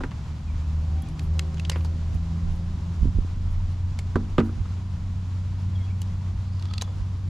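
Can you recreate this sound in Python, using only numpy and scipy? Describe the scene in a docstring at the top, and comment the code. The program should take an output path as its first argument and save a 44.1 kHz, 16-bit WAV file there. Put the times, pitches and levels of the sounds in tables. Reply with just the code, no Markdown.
"""A tool knocks on a hollow body and steel jaws click, close to the microphone: someone crouches on
a lawn by a parked riding mower, stripping wires. The hand strippers snap and ring, bump the mower's
panels, and near the end drag a sleeve of insulation off the copper. Some way off an engine runs,
creeping up in speed, beside a fainter machine hum. Air buffets the microphone; small birds call far away."""
import sys
import numpy as np
from scipy import signal
from scipy.fft import rfft, irfft
from scipy.io import wavfile
from scipy.ndimage import uniform_filter1d

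SR = 44100
rng = np.random.default_rng(int(sys.argv[2]) if len(sys.argv) > 2 else 0)


def bounce(signal):
    """Save signal as a 16-bit WAV file at the path given by the first command-line argument."""
    frames = np.transpose(np.atleast_2d(signal))
    limited = np.clip(frames, -1, 1)
    pcm = np.round(limited * 32767).astype(np.int16)
    wavfile.write(sys.argv[1], SR, pcm)


N = 321489

# How alike noise is at the two sides of the microphone. Each row: frequency in Hz, correlation.
LIKENESS = [(60, 0.97), (150, 1), (380, 0.94), (950, 0.72), (2380, 0.45), (5980, 0.67), (15000, 0.1)]
# Distant outdoor wash. Each row: frequency in Hz, relative density in dB.
WASH_SPECTRUM = [(180, -34.5), (300, -1.5), (450, -9), (850, -8), (980, -5), (1200, -9), (1750, -14.5),
                 (4200, -18), (7400, -23.5), (8200, -31.5), (10000, -32.5), (12500, -42.5), (13800, -48),
                 (16000, -62)]
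# The wash swells slightly. Each row: time in seconds, gain in dB.
WASH_SWELL = [(0.3, -0.6), (0.9, 0.4), (2.8, 0.5), (3.5, 0), (7.29, 0)]
# Low rumble of air and engine. Each row: frequency in Hz, relative density in dB.
RUMBLE_SPECTRUM = [(10, -24), (24, 17), (45, 5.5), (65, 6), (110, 1.5), (190, -6.5), (260, -14.5),
                   (380, -41.5), (700, -68.5)]
# Far birds. Each row: start and length in seconds, first and last pitch in Hz, level in dB.
CHIRPS = [(0.463, 0.062, 2600, 2180, -56), (0.566, 0.11, 2140, 2660, -62), (0.965, .07, 2260, 2390, -66),
          (1.014, .034, 3260, 3370, -54.5), (1.05, 0.06, 2520, 2330, -60.5),
          (5.732, 0.027, 3420, 3430, -60), (5.75, 0.025, 3340, 3220, -49), (5.768, 0.017, 3260, 3370, -48),
          (5.801, 0.075, 3280, 3330, -55), (5.776, .025, 2380, 2130, -60), (5.792, 0.047, 2150, 2100, -57),
          (5.872, 0.026, 2680, 2600, -56), (5.894, 0.034, 2240, 2430, -56), (6.8, 0.15, 3420, 3450, -60)]
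# A second machine, far off. Each row: frequency in Hz, relative level in dB.
HUM_LINES = [(273.5, -54), (328, -57.5), (383, -57.5), (537, -61), (657, -65), (772, -62.5)]
# The engine's firing tone at the microphone. Each row: time in seconds, level in dB.
FIRING_LEVEL = [(0, -37.5), (0.4, -33), (0.7, -25.5), (0.98, -25), (1.13, -38), (1.32, -20.5), (1.55, -32),
                (1.77, -23), (2.1, -27.5), (2.9, -29.5), (3.75, -26.5), (4.25, -30.5), (4.58, -29),
                (4.85, -31), (5.8, -25), (6.4, -29.5), (7.29, -29)]
# The octave above that tone. Each row: time in seconds, relative level in dB.
OCTAVE_LEVEL = [(0, -47.5), (0.8, -38.5), (1.5, -36.5), (2.12, -41), (2.3, -33), (2.6, -37), (2.95, -40),
                (3.5, -49.5), (6.1, -46.5), (7.29, -51.5)]
# Other engine orders. Each row: multiple of the firing rate, level in dB against the octave.
ENGINE_ORDERS = [(0.702, -9), (1.502, -23), (2.498, -19.5), (3, -34.5), (4.002, -36.5)]
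# Air on the microphone. Each row: centre in seconds, level in dB, length in seconds, upper edge in Hz.
BUFFETS = [(2.152, -25.5, 0.08, 129), (2.495, -27.5, .2, 44.6), (3.039, -17.5, 0.11, 68),
           (3.086, -22, 0.042, 70), (3.163, -22, 0.07, 105), (3.2, -21.5, 0.072, 54.5),
           (3.488, -33.5, 0.16, 49.7), (4.598, -25.5, .08, 86), (6.994, -32, .2, 48.5)]
# Soft jolts of the microphone. Each row: time in seconds, relative level in dB, strongest frequency in Hz.
BUMPS = [(3.031, -6, 64.5), (3.046, -10, 75), (3.056, -8, 110), (3.075, -10, 70.6), (3.188, -6.5, 101),
         (3.249, -15.5, 98), (4.16, -1, 93), (4.387, -3.5, 49.7)]
# Fingers sliding on wire and grips. Each row: start and length in seconds, level in dB.
FINGER_RUBS = [(1.07, 0.077, -72), (1.176, 0.12, -68), (1.7, 0.2, -71), (2.12, .06, -72), (2.45, 0.2, -75),
               (3.478, .09, -73), (3.68, 0.06, -71), (4.394, 0.14, -69), (5.566, .09, -76),
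               (6.928, .08, -76)]
# Jaws scraping the sleeve. Each row: time in seconds, resonance in Hz, level in dB.
SCRAPE_PATH = [(6.42, 4300, -74), (6.48, 4400, -65), (6.55, 4750, -64), (6.61, 5050, -65),
               (6.68, 5150, -70)]
# Resonances of the dragging insulation. Each row: centre and width in Hz, relative level in dB.
DRAG_MODES = [(1270, 80, 4), (3400, 260, 0), (4550, 700, -5)]
# Blows on the mower. Each row: start in seconds, relative level in dB, lowest and highest frequency
# driven in Hz, gain of ring and shudder in dB, the struck panel's note in Hz, its relative level in dB.
KNOCKS = [(.0065, -25, 600, 1610, -8, 265, -31.5), (0.0362, -18.5, 930, 2260, -6.5, 267, -31),
          (1.758, -25.5, 810, 3080, -3.5, 960, -43), (3.05, -39, 200, 400, -14, 260, -28),
          (4.1567, -15.5, 382, 1700, -7.5, 1520, -30), (4.382, -16, 260, 3330, -3.5, 1180, -18),
          (4.393, -18, 1200, 1800, -5, 1310, -35), (4.401, -22, 800, 2580, 2.5, 1140, -32),
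          (4.492, -37, 700, 1600, -5, 1400, -43), (4.656, -34, 950, 1350, -15, 1174, -44)]
# Modes of the mower's hollow body. Each row: frequency in Hz, relative level in dB, t60 in seconds.
BODY_MODES = [(125, 10.5, 0.095), (182.5, 7.5, 0.12), (225, 7, 0.36), (237, 16.5, 0.062),
              (278.5, -3.5, 0.36), (327, -8.5, 0.41), (369, 9.5, 0.073), (438, 2.5, 0.098),
              (503, 11, 0.028), (784, -17, 0.3), (977, -9.5, 0.19), (1156, 4, 0.034), (1233, -2, 0.045),
              (1370, -18, .09), (1570, -21, .11), (2480, -18, .07), (3730, -21, .023)]
# Shudder of its loose panels. Each row: frequency in Hz, relative gain in dB.
PANEL_COLOUR = [(120, -27), (220, 10), (380, 5.5), (600, -6.5), (1400, -9.5), (2500, -19), (6000, -54)]
# Colour of every blow. Each row: frequency in Hz, relative gain in dB.
KNOCK_COLOUR = [(230, 2.5), (480, -0.5), (640, -4.5), (900, -8), (1250, -5.5), (2200, -11), (3600, -5.5),
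                (8500, -12.5), (14000, -26)]
# Snaps that leave the blades free to ring. Each row: start in seconds, relative level in dB.
BLADE_RINGS = [(1.6985, -50), (1.719, -45)]
# Modes of the free blades. Each row: frequency in Hz, relative level in dB, t60 in seconds.
BLADE_MODES = [(1920, -9, .12), (2080, -1.5, 0.26), (2330, -1, .14), (2780, -3, 0.063), (4480, -7, 0.18),
               (4820, -2, 0.1), (5200, -10, .09), (7250, -9, .05)]
# Broad resonances of the steel jaws. Each row: frequency in Hz, height in dB.
JAW_RESONANCES = [(2830, 4), (3650, -1.5), (4400, -0.5), (6400, 4.5), (6900, 3), (7450, 6.5)]
# Colour of every click above its body. Each row: frequency in Hz, relative gain in dB.
CLICK_COLOUR = [(2200, -8.5), (4300, -4.5), (7400, -16), (8400, -16), (12000, -26), (16000, -42)]
# Close clicks of the strippers. Each row: time in seconds, relative level in dB, body at 1 kHz in dB,
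# treble tilt in dB per octave, rattle t60 in seconds, leading jaw mode in Hz, its height in dB.
CLICKS = [(0.111, -14, -3, -5, 0.06, 3300, 6), (0.117, -14, 6, -9, 0.1, 1950, 13),
          (1.0223, -39.5, -10, 19, .018, 11000, 11), (1.088, -22, 8, 3.5, .015, 9000, 12),
          (1.1948, -5.5, -18, 0, 0.01, 2100, 7), (1.394, 6.5, -13, 0, 0.011, 2150, 6),
          (1.544, -19, 4, 2, .013, 6500, 9), (1.5727, -13, -5, -7, .05, 2930, 6),
          (1.582, -14, -10, -4, 0.037, 3000, 7), (1.5976, -5, -12, -1, .02, 2400, 13),
          (1.651, 0, -35, -8, 0.022, 3260, 5), (1.698, 6.5, -4.5, 3, 0.019, 3330, 5),
          (1.7174, -7, 5, 0, 0.058, 4900, 11), (1.809, -17, -1, -5, .025, 2650, 9),
          (1.848, -12, 9, 3, 0.088, 4600, 8), (3.99, -6, -5, 3, 0.038, 2220, 11.5),
          (4.382, -6, -10, -3.5, 0.0072, 3400, 9), (4.4015, -14, -5, 0, .01, 4800, 6),
          (6.0182, -15.5, 2, 10, 0.022, 3050, 13.5), (6.029, -17, -10, -2, 0.016, 5970, 5),
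          (6.597, -18.5, -17, 0, .022, 4520, 12.5), (6.6252, -12, -12, -1.5, .013, 4400, 8.5),
          (6.6558, -13, -2, -2.5, 0.01, 4460, 13), (6.712, -13, -1, -5, .02, 4400, 4),
          (6.7366, -10, -6, -5, .012, 4400, 8), (6.7382, -4, -6, -1.5, 0.016, 4400, 13.5),
          (6.7814, 0, -20, -2.5, 0.012, 4330, 14.5), (6.812, -5, -12, -11, 0.016, 3980, 14),
          (6.8143, -3.5, -17, 1.5, 0.014, 3970, 13.5), (6.821, 0, 0, 3.5, 0.025, 6370, 10.5),
          (6.8245, -12.5, 8, 0, 0.028, 850, 4), (6.878, -23, 15, -17, 0.26, 550, 5)]


def amp(db):
    """Decibels to gain."""
    return 10 ** (np.asarray(db) / 20)


def unit(x):
    """Scales to rms 1."""
    return x / np.sqrt(np.mean(x ** 2) + 1e-20)


def curve(rows, column=1):
    """One column of a time table at every sample."""
    rows = np.array(rows)
    return np.interp(np.arange(N) / SR, rows[:, 0], rows[:, column])


def spectrum(points, hz):
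    """Reads (Hz, value) points on a log-frequency axis."""
    f, value = np.transpose(points)
    return np.interp(np.log(hz + 1), np.log(f + 1), value)


def peak(hz, centre_hz, half_width_hz):
    """A resonance curve of height 1."""
    return 1 / (1 + ((hz - centre_hz) / half_width_hz) ** 2)


def add(mix, s, sound):
    """Mixes a sound in at s seconds."""
    part = mix[..., max(round(s * SR), 0):][..., :sound.shape[-1]]
    part += sound[..., :part.shape[-1]]


def drift(hz):
    """Slow random wandering of rms 1, up to about hz."""
    f = np.fft.rfftfreq(N, 1 / SR)
    return unit(irfft(rfft(rng.standard_normal(N)) / (1 + (f / hz) ** 4), N))


def coloured(stereo, gain_db, size=2048):
    """Filters causally with the given gain on an even frequency grid."""
    cepstrum = irfft(np.log(amp(np.maximum(gain_db, -100))))
    cepstrum[1:size // 2] *= 2
    cepstrum[size // 2 + 1:] = 0
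    response = irfft(np.exp(rfft(cepstrum)))
    return signal.fftconvolve(stereo, response[None], axes=1)


def left_right(mid, side):
    """Mid and side to a stereo pair."""
    return np.array([mid + side, mid - side])


def stereo_noise(gain):
    """Noise of rms 1 with the spectrum gain(Hz), most alike left and right in the bass."""
    hz = np.fft.rfftfreq(N, 1 / SR)
    common, apart = rfft(rng.standard_normal((2, N))) * gain(hz)
    same = np.clip(spectrum(LIKENESS, hz), 0, 1)
    return unit(irfft(left_right(common * np.sqrt(1 + same), apart * np.sqrt(1 - same)), N))


def rattle(envelope, bins):
    """A dense run of tiny contacts under the envelope, its colour evened out over `bins`."""
    z = rfft(rng.standard_normal(len(envelope)) * envelope, 2 * len(envelope))
    z /= np.sqrt(uniform_filter1d(abs(z) ** 2, bins) + 1e-12)
    return irfft(z)[:len(envelope)]


def open_air(wash_db=-50.5, rumble_db=-34, gust_db=-35, gust_edge_hz=55, fall_db_per_s=1.15):
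    """A distant wash, a steady rumble and deep gusts; wash and gusts ease as the breeze dies down."""
    calm_db = fall_db_per_s * np.arange(N) / SR
    wash = stereo_noise(lambda hz: amp(spectrum(WASH_SPECTRUM, hz)))
    wash *= amp(wash_db + curve(WASH_SWELL) - 0.13 * calm_db + 0.83 * drift(10.3))
    deep = lambda hz: 1 / np.sqrt(1 + (hz / gust_edge_hz) ** 8)
    rumble = stereo_noise(lambda hz: amp(spectrum(RUMBLE_SPECTRUM, hz)) * np.sqrt(1 - deep(hz) ** 2))
    gusts = stereo_noise(lambda hz: amp(spectrum(RUMBLE_SPECTRUM, hz)) * deep(hz))
    return wash + rumble * amp(rumble_db) + gusts * amp(gust_db - calm_db + 4 * drift(2))


def far_birds(warble=0.013, flutter_db=2, echo_db=-7, echo_t60=0.91):
    """Thin fluttering whistles from far off, blurred by the trees."""
    calls, waver = np.zeros(N), drift(90)
    for s, length, start_hz, end_hz, db in CHIRPS:
        count = int(length * SR)
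        hz = np.linspace(start_hz, end_hz, count) * (1 + warble * waver[int(s * SR):][:count])
        whistle = np.sin(2 * np.pi * np.cumsum(hz) / SR)
        add(calls, s, amp(db) * signal.windows.tukey(count, .6) * whistle)
    calls *= amp(flutter_db * drift(60))
    trees = rng.standard_normal((2, SR // 2)) * amp(-60 * np.arange(SR // 2) / SR / echo_t60)
    echo = signal.fftconvolve(calls[None], trees / np.linalg.norm(trees[0]), axes=1)[:, :N]
    return calls + amp(echo_db) * echo


def far_hum(on_s=0.62, off_s=3.3, ramp_s=0.3, fade_db_per_s=3.5, rest_db=-16):
    """Another machine comes up, fades and sinks to a faint rest, fluttering on its way through the air."""
    t, lines = np.arange(N) / SR, np.zeros(N)
    for hz, db in HUM_LINES:
        flutter = unit(1 + 0.4 * drift(3) + 0.38 * drift(22))
        lines += amp(db) * flutter * np.sin(2 * np.pi * (hz * t + 0.22 * drift(2.26)))
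    gate = np.clip(np.minimum(t - on_s, off_s - t) / ramp_s, 0, 1)
    fade = amp(3 - fade_db_per_s * (t - on_s))
    return np.sqrt(2) * lines * np.maximum(gate * fade, amp(rest_db))


def far_engine(slow_hz=73.9, fast_hz=93.75, midway_s=2.45, ease_s=2.3):
    """Exhaust some way off, its firing rate easing up: only low orders carry, wavering on the way."""
    ease = (1 + np.tanh((np.arange(N) / SR - midway_s) / ease_s)) / 2
    turns = np.cumsum(slow_hz + (fast_hz - slow_hz) * ease) / SR + 0.032 * drift(3.5)
    firing = amp(curve(FIRING_LEVEL)) * np.sin(2 * np.pi * turns)
    upper = np.sin(4 * np.pi * turns)
    for multiple, db in ENGINE_ORDERS:
        upper += amp(db) * (1 + .5 * drift(11)) * np.sin(2 * np.pi * (multiple * turns + rng.random()))
    upper *= amp(curve(OCTAVE_LEVEL) + 0.65)
    flutter = 1 + 0.075 * drift(60)
    return np.sqrt(2) * (firing + upper) * flutter


def microphone_buffets(left_db=-6):
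    """Dull pushes of air and soft one-swing bumps on the microphone itself, mostly on the right."""
    out, t = np.zeros(N), np.arange(-SR // 20, SR // 20) / SR
    for s, db, length, hz in BUFFETS:
        count = int(length * SR)
        band = signal.butter(3, [22, hz], "band", fs=SR, output="sos")
        push = signal.sosfilt(band, rng.standard_normal(SR))[-count:]
        add(out, s - length / 2, amp(db) * unit(push * np.hanning(count)))
    for s, db, hz in BUMPS:
        angle = 2 * np.pi * hz * t
        add(out, s + t[0], -amp(db) * angle / (1 + angle ** 2) ** 2)
    return out * amp([[left_db], [0]])


def finger_rubs(centre_hz=10500, width_hz=2300, grain_db=4):
    """Dry skin hisses briefly over plastic, close by."""
    strokes = np.zeros(N)
    for s, length, db in FINGER_RUBS:
        add(strokes, s, amp(db) * np.hanning(int(length * SR)))
    hiss = stereo_noise(lambda hz: np.exp(-((hz - centre_hz) / width_hz) ** 2 / 2))
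    return hiss * strokes * amp(grain_db * drift(150))


def jaw_scrape(width_hz=700, slips_per_s=700):
    """Tiny slips of the jaws on the sleeve ring a resonance that climbs as the wire tightens."""
    t = np.arange(N) / SR
    slips = rng.standard_normal(N) * (rng.random(N) < slips_per_s / SR)
    carrier = np.exp(2j * np.pi * np.cumsum(curve(SCRAPE_PATH)) / SR)
    pole = np.exp(-np.pi * width_hz / SR)
    # a moving resonance: shift down, low-pass, shift back up
    ring = carrier * signal.lfilter([1], np.poly([pole, pole]), slips / carrier + 1e-18)
    scraping = (t > SCRAPE_PATH[0][0]) * (t < SCRAPE_PATH[-1][0])
    return unit(ring.real) * amp(curve(SCRAPE_PATH, column=2)) * scraping


def insulation_drag(start_s=6.57, peak_s=6.73, end_s=6.94, level_db=-51, grain_db=3):
    """The plastic sleeve sticks and slips along the copper, harder and harder until it lets go."""
    rub = stereo_noise(lambda hz: sum(amp(db) / np.sqrt(width) * peak(hz, centre, width / 2)
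                                      for centre, width, db in DRAG_MODES))
    pull = np.interp(np.arange(N) / SR, [start_s, peak_s, end_s], [0, 1, 0])
    return rub * pull * amp(level_db + grain_db * drift(60))


def mower_knocks(crack_t60=0.052, shudder_t60=0.3, travel_s=0.0024, left_lag_s=.00009, note_cycles=48):
    """A close blow cracks, rings the struck panel and hollow body, and sets loose panels shuddering."""
    out, t, grid = np.zeros((2, N)), np.arange(SR // 2) / SR, np.fft.rfftfreq(2048, 1 / SR)
    ring = np.zeros((2, len(t)))
    # bending waves disperse: low modes arrive last, and neighbouring modes swing opposite ways
    for k, (hz, db, t60) in enumerate(BODY_MODES):
        delay = travel_s * np.sqrt(BODY_MODES[0][0] / hz) + np.array([[left_lag_s], [0]])
        swing = (-1) ** k * np.sin(2 * np.pi * hz * np.maximum(t - delay, 0))
        ring += amp(db - 1.5 - 60 * t / t60) * swing
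    crack_fade, shudder_fade = amp(-60 * t / crack_t60), amp(-60 * t / shudder_t60)
    crack_band = signal.butter(1, [350, 2000], "band", fs=SR)
    for s, db, low_hz, high_hz, ring_db, note_hz, note_db in KNOCKS:
        crack = left_right(rattle(crack_fade, bins=300), 0.27 * rattle(crack_fade, bins=300))
        crack = amp(34) * signal.lfilter(*crack_band, crack)
        shudder = left_right(rattle(shudder_fade, bins=60), 0.5 * rattle(shudder_fade, bins=60))
        shudder = coloured(shudder, 32 + spectrum(PANEL_COLOUR, grid))[:, :len(t)]
        # a lighter contact drives less bass, a harder one reaches higher
        bass = 1 / np.hypot(1, (low_hz / np.maximum(grid, KNOCK_COLOUR[0][0])) ** 2)
        treble = 1 / np.hypot(1, (grid / high_hz) ** 8) + amp(-14.5)
        shape_db = db + spectrum(KNOCK_COLOUR, grid) + 20 * np.log10(bass * treble)
        add(out, s, coloured(crack + amp(ring_db) * (ring + shudder), shape_db))
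        add(out, s, amp(note_db - 60 * t * note_hz / note_cycles) * np.sin(2 * np.pi * note_hz * t))
    return out * amp([[-2], [-0.3]])


def blade_rings(chatter_db=5, chatter_hz=200, waver_turns=0.29, right_db=-1):
    """The strippers' two thin steel halves ring briefly, chattering against each other."""
    out, t = np.zeros(N), np.arange(SR // 4) / SR
    wobble = drift(chatter_hz)
    for s, db in BLADE_RINGS:
        for hz, mode_db, t60 in BLADE_MODES:
            swell, waver = (wobble[at:at + len(t)] for at in rng.integers(0, N - len(t), size=2))
            envelope = amp(db + mode_db - 60 * t / t60 + chatter_db * swell)
            add(out, s, envelope * np.sin(2 * np.pi * (hz * t + waver_turns * waver)))
    return out * amp([[0], [right_db]])


def stripper_clicks(give_s=.0007, snap_s=0.00067, snap_share=0.46, scatter_db=-20, scatter_t60=0.2):
    """Close up, the sleeve gives way and the hand-damped steel snaps and rattles; one jaw mode leads."""
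    out, hz = np.zeros((2, N)), np.fft.rfftfreq(2048, 1 / SR)
    t = np.arange(-SR // 200, SR // 6) / SR
    after, build_up = np.maximum(t, 0), np.exp(np.minimum(t, 0) / give_s)
    treble_octaves = np.log2(np.maximum(hz / 3000, 1))
    jaw_db = sum(height_db * peak(hz, centre, 200) for centre, height_db in JAW_RESONANCES)
    top_octave = signal.butter(2, 11000, "high", fs=SR)
    # snap, rattle, and weak scatter from the mower and the ground
    energies = np.array([snap_share, 1 - snap_share, amp(scatter_db) ** 2])
    for s, db, body_db, tilt_db, t60, lead_hz, lead_db in CLICKS:
        decays = [np.exp(-after / snap_s), amp(-60 * after / t60), amp(-60 * after / scatter_t60)]
        parts = build_up * np.array(decays)
        parts /= np.linalg.norm(parts, axis=1, keepdims=True)
        envelope = np.sqrt(energies @ parts ** 2)
        mid, side = rattle(envelope, bins=400), rattle(envelope, bins=400)
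        side = .35 * side + signal.lfilter(*top_octave, side)  # left and right differ most up here
        body = [(120, body_db - 42), (450, body_db), (1000, body_db)]
        shape_db = spectrum(body + CLICK_COLOUR, hz) + tilt_db * treble_octaves
        shape_db += jaw_db + lead_db * peak(hz, lead_hz, 330)
        add(out, s + t[0], coloured(left_right(mid, side), db + 1 + shape_db))
    return out


def scene():
    """Close handwork on the lawn, over far machines, open air and birds."""
    background = far_engine() + far_hum() + open_air() + microphone_buffets()
    impacts = stripper_clicks() + blade_rings() + mower_knocks()
    friction = insulation_drag() + jaw_scrape() + finger_rubs()
    return background + impacts + friction + far_birds()


def record(dry, edge_hz=15900):
    """The microphone chain: soft ends and a steep cut of the highest treble."""
    ends = signal.windows.tukey(N, .001)
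    low_pass = signal.firwin(511, edge_hz, window=("kaiser", 9), fs=SR)
    return signal.oaconvolve(dry * ends, low_pass[None], "same")


dry = scene()
out = record(dry)
bounce(out)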